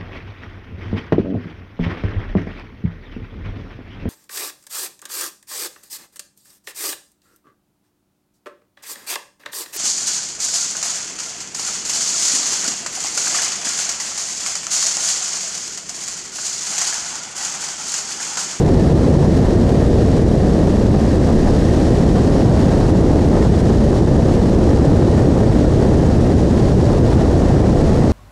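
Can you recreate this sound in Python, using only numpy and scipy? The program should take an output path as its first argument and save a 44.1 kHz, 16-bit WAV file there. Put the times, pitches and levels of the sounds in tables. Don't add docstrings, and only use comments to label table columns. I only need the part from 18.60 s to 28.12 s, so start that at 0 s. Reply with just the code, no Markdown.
import sys
import numpy as np
from scipy import signal
from scipy.fft import rfft, irfft, next_fast_len
from scipy.io import wavfile
from scipy.ndimage import uniform_filter1d, minimum_filter1d

SR = 44100
rng = np.random.default_rng(int(sys.argv[2]) if len(sys.argv) > 2 else 0)


def inscribe(sig):
    pcm = np.round(np.clip(np.atleast_2d(sig).T, -1, 1) * 32767)
    wavfile.write(sys.argv[1], SR, pcm.astype(np.int16))


N = 419821
BLADES, FIRINGS_PER_TURN = 2, 4.5
# frequency_hz, density_db
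HISS_SPECTRUM = [(900, -1.5), (1800, 0.2), (2400, -1.2), (3000, 0), (3400, -0.4), (4000, 1), (5300, -0.5),
                 (5700, 0.2), (6050, -2.5), (6650, -2), (7300, -5), (8050, -5.5), (8700, -9),
                 (10000, -12.5), (12000, -22), (14500, -35)]


def from_db(db):
    return 10 ** (np.asarray(db) / 20)


def unit_rms(x):
    return x / np.sqrt(np.mean(x ** 2) + 1e-20)


def in_time(rows):
    times, *columns = np.transpose(rows)
    return [np.interp(np.arange(N) / SR, times, column) for column in columns]


def swells(rows, half_width_s):
    times, *heights = np.transpose(rows)
    t = np.arange(0, N, 64) / SR
    pulses = np.exp(-np.minimum(((t[:, None] - times) / half_width_s) ** 2, 50))
    return in_time(np.column_stack([t] + [(pulses * h).sum(axis=1) for h in heights]))


def coloured_noise(spectrum):
    hz, level_db = np.transpose(spectrum)
    size = next_fast_len(N)
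    bins = np.maximum(np.fft.rfftfreq(size, 1 / SR), 1)
    gain = from_db(np.interp(np.log(bins), np.log(hz), level_db))
    gain *= np.minimum(bins / hz[0], 1) * np.minimum(hz[-1] / bins, 1) ** 2
    return unit_rms(irfft(gain * rfft(rng.standard_normal(size)))[:N])


def flutter(rate_hz, step=8):
    low_pass = signal.butter(2, min(rate_hz * 2 * step / SR, .9), output="sos")
    slow = signal.sosfilt(low_pass, rng.standard_normal((N + SR) // step + 2))[SR // step:]
    return np.interp(np.arange(N) / step, np.arange(len(slow)), unit_rms(slow))


def wandering_band(centre_hz, half_width_hz, wander_hz):
    phase = 2 * np.pi * np.cumsum(centre_hz + wander_hz * flutter(3.003)) / SR
    return flutter(half_width_hz) * np.cos(phase) + flutter(half_width_hz) * np.sin(phase)


def resonance(x, hz, width_hz):
    r = np.exp(-np.pi * width_hz / SR)
    feedback = [1, -2 * r * np.cos(2 * np.pi * hz / SR), r * r]
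    return signal.lfilter(np.array([1, 0, -1]) * (1 - r * r) / 2, feedback, x)


def throb(cycles, depth):
    return 1 + depth * np.cos(2 * np.pi * cycles)


def harmonics(cycles, partials, waver_db):
    return sum(np.sqrt(2) * from_db(db + waver_db * flutter(4.4))
               * np.sin(2 * np.pi * (k * cycles + rng.random())) for k, db in partials)


def engine_drone(turns):
    # harmonic, level_db
    blade_partials = [(1, -7), (2, 0.5), (3, -10), (4, -6.5), (5, -14)]
    firing_partials = [(1, -3.5), (2, -7.5), (3, -11.5)]
    # time_s, propeller_db, exhaust_db
    drone_levels = [(0, -29, -30), (.8, -32, -30), (1.5, -33, -26), (2.9, -29, -23), (4.2, -36, -33),
                    (4.8, -31, -26), (5.7, -22, -31), (6.4, -30, -28), (7.2, -34, -31), (8.1, -29, -27),
                    (8.7, -22.5, -30), (9.52, -31, -18)]
    propeller_db, exhaust_db = in_time(drone_levels)
    propeller = from_db(propeller_db) * harmonics(BLADES * turns, blade_partials, waver_db=1.4)
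    exhaust = from_db(exhaust_db) * harmonics(FIRINGS_PER_TURN * turns, firing_partials, waver_db=1.3)
    return propeller + exhaust


def exhaust_hiss(turns, hiss_db):
    puffs = throb(FIRINGS_PER_TURN * turns, depth=0.081) * throb(BLADES * turns, depth=0.039)
    turbulence = from_db(0.74 * flutter(640) + 0.38 * flutter(26))
    return from_db(hiss_db) * puffs * turbulence * coloured_noise(HISS_SPECTRUM)


def housing_hollows():
    # pitch_hz, width_hz, level_db (relative to the hiss)
    modes = [(1617, 110, -9), (1801, 160, -7.5), (1880, 76, -11.5), (2020, 130, -16)]
    return sum(from_db(db) * unit_rms(resonance(coloured_noise(HISS_SPECTRUM), hz, width_hz))
               for hz, width_hz, db in modes)


def rumbles():
    # time_s, peak_db, centre_hz
    eddies = [(.95, -13, 42), (2.82, -13.5, 29), (4.25, -19, 39), (6.32, -25, 28), (7.0, -15, 44),
              (9.2, -20, 28)]
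    return sum(swells([(time_s, from_db(db))], half_width_s=0.092)[0]
               * wandering_band(hz, half_width_hz=4.6, wander_hz=1.43) for time_s, db, hz in eddies)


def level_swings():
    # time_s, rush_change_db, hiss_change_db
    swings = [(.22, -6, 1.6), (.29, 1, 1), (.34, -4, -.8), (.58, -3, 0), (.70, -9, -0.5), (.77, 1, 3),
              (1.30, -8, -1), (1.41, 3, 1.3), (1.46, -2, 1), (1.65, -5, -4), (1.70, -1, -2),
              (1.77, -6, -2.5), (2.30, -2, -2), (2.35, 4, -1.5), (2.52, -6, -0.5), (2.60, 0, -3),
              (2.70, 5.5, -1.5), (2.81, -5, -1.1), (2.87, 5, 0.5), (2.92, 0, 0), (3.53, -5, -1.5),
              (3.58, 4, 1.5), (3.91, -1, -4), (4.22, 3.5, .6), (4.33, -2, -3), (4.38, -3, 1.6),
              (4.44, -3, -1.6), (4.52, 1, 1.5), (4.76, 2.6, 1), (4.83, .3, 2), (4.91, -5, -2),
              (5.17, -5, -1.5), (5.43, -1, -1.3), (5.74, -2, 2), (5.97, -1, -1.9), (6.10, 2, 3.5),
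              (6.43, 0, 0), (6.58, 2, 4), (6.69, -2, -1), (6.76, 0, -2.5), (7.00, 0, 2.5), (7.07, -3, -2.5),
              (7.16, -2.5, -.9), (7.23, 3, 1.5), (7.46, 1, 1.1), (7.77, -3, 0), (7.88, -5, -3),
              (8.03, .7, 1), (8.16, -4, -2), (8.25, -2, 1), (8.42, -4, -1.7), (8.53, 2, 2), (8.71, 3, .4),
              (9.03, -3, -4), (9.15, -6, -2), (9.39, 0, 1.4)]
    rush_db, hiss_db = swells(swings, half_width_s=0.022)
    flicker_db = 0.52 * flutter(rate_hz=27)
    return rush_db + 0.94 * flicker_db, hiss_db + flicker_db


def slipstream(turns, rush_swing_db, hiss_db):
    # time_s, buffet_db, boom_db, boom_hz, rush_db, growl_db, growl_hz
    airflow = [(0, -13, -24, 88, -28, -37, 190), (.6, -13.5, -27, 70, -27.5, -19.5, 148.2),
               (1.3, -14, -24, 68, -29.5, -31, 185.4), (1.9, -14.5, -21, 79.95, -28.5, -24, 200.1),
               (2.55, -15.5, -28, 70, -28.6, -22.5, 211.7), (3.3, -14, -22, 112.1, -28.5, -26.5, 180.4),
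               (4.1, -13.5, -20.5, 92, -25.5, -25.5, 160.4), (4.8, -13.5, -20.5, 58, -27, -28, 200),
               (5.5, -13.7, -20.5, 62, -27, -28, 229.9), (6.3, -12.5, -20.5, 88, -26.5, -22, 172.2),
               (7.0, -13.9, -22, 82, -27, -31, 170), (7.75, -13, -20.5, 98, -28.5, -29, 175.3),
               (8.3, -14, -19.5, 104, -26.5, -25, 175.2), (8.7, -14, -19, 78, -25.5, -27.5, 175.6),
               (9.52, -14, -20, 100, -26, -40, 155.2)]
    # frequency_hz, density_db
    buffet_spectrum = [(20, -12), (32, -6.5), (52, -2), (70, -3.5), (110, -1.5), (160, -3), (250, -4.6),
                       (310, -5), (380, -7), (550, -13.5), (800, -25.5), (1300, -43.5)]
    rush_spectrum = [(200, -9.5), (400, -3.5), (550, 1.5), (750, -2.5), (1000, -9.5), (1400, -16),
                     (2000, -29.5), (2600, -32.5), (5000, -58)]
    buffet_db, boom_db, boom_hz, rush_db, growl_db, growl_hz = in_time(airflow)
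    buffet = from_db(buffet_db) * coloured_noise(buffet_spectrum) * throb(BLADES * turns, depth=0.035)
    bursts = unit_rms(from_db(2.0 * flutter(230))) * throb(BLADES * turns, depth=0.083)
    ringing = from_db(hiss_db) * bursts * housing_hollows()
    rush = from_db(rush_db + rush_swing_db) * bursts * coloured_noise(rush_spectrum)
    boom = from_db(boom_db) * wandering_band(boom_hz, half_width_hz=28.0, wander_hz=8.0)
    growl = from_db(growl_db) * wandering_band(growl_hz, half_width_hz=10.3, wander_hz=15.0)
    return buffet + rush + ringing + boom + growl


def scene():
    # time_s, turns_per_s
    crank_speed = [(0, 16.85), (1.2, 16.87), (1.8, 16.83), (2.5, 16.89), (6.4, 16.91), (6.9, 16.86),
                   (8.3, 16.86), (9.5, 16.94)]
    # time_s, level_db
    hiss_level = [(0, -40), (1.4, -40.1), (1.7, -40.5), (2.1, -40.5), (2.6, -39), (3.05, -38), (3.5, -39),
                  (4.0, -38), (4.5, -40.5), (5.0, -39), (5.6, -40), (7.3, -40), (9.52, -39.5)]
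    turns = np.cumsum(in_time(crank_speed)[0]) / SR
    rush_swing_db, hiss_pumping_db = level_swings()
    hiss_db = in_time(hiss_level)[0] + hiss_pumping_db
    wind = slipstream(turns, rush_swing_db, hiss_db) + rumbles()
    return (wind + engine_drone(turns) + exhaust_hiss(turns, hiss_db))[None]


def leveller(x, share, window_s):
    power = uniform_filter1d(x ** 2, int(window_s * SR)) + 1e-12
    return x * (power / power.mean()) ** (-share / 2)


def limiter(x, ceiling_db, release_db_per_s, attack_s):
    over_db = np.maximum(20 * np.log10(np.abs(x) + 1e-9) - ceiling_db, 0)
    recovery_db = release_db_per_s * np.arange(N) / SR
    cut_db = np.maximum.accumulate(over_db + recovery_db, axis=-1) - recovery_db
    span = int(attack_s * SR)
    return x * from_db(uniform_filter1d(minimum_filter1d(-cut_db, span), span))


def record(dry):
    bass = signal.sosfiltfilt(signal.butter(2, 90, fs=SR, output="sos"), dry)
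    calm = dry - bass + leveller(bass, share=.5, window_s=.06)
    even = from_db(1.0) * leveller(calm, share=.56, window_s=.035)
    held = limiter(even, ceiling_db=-2.2, release_db_per_s=110, attack_s=.002)
    return signal.sosfilt(signal.cheby2(12, 60, 15500, fs=SR, output="sos"), held)


dry = scene()
out = record(dry)
inscribe(out)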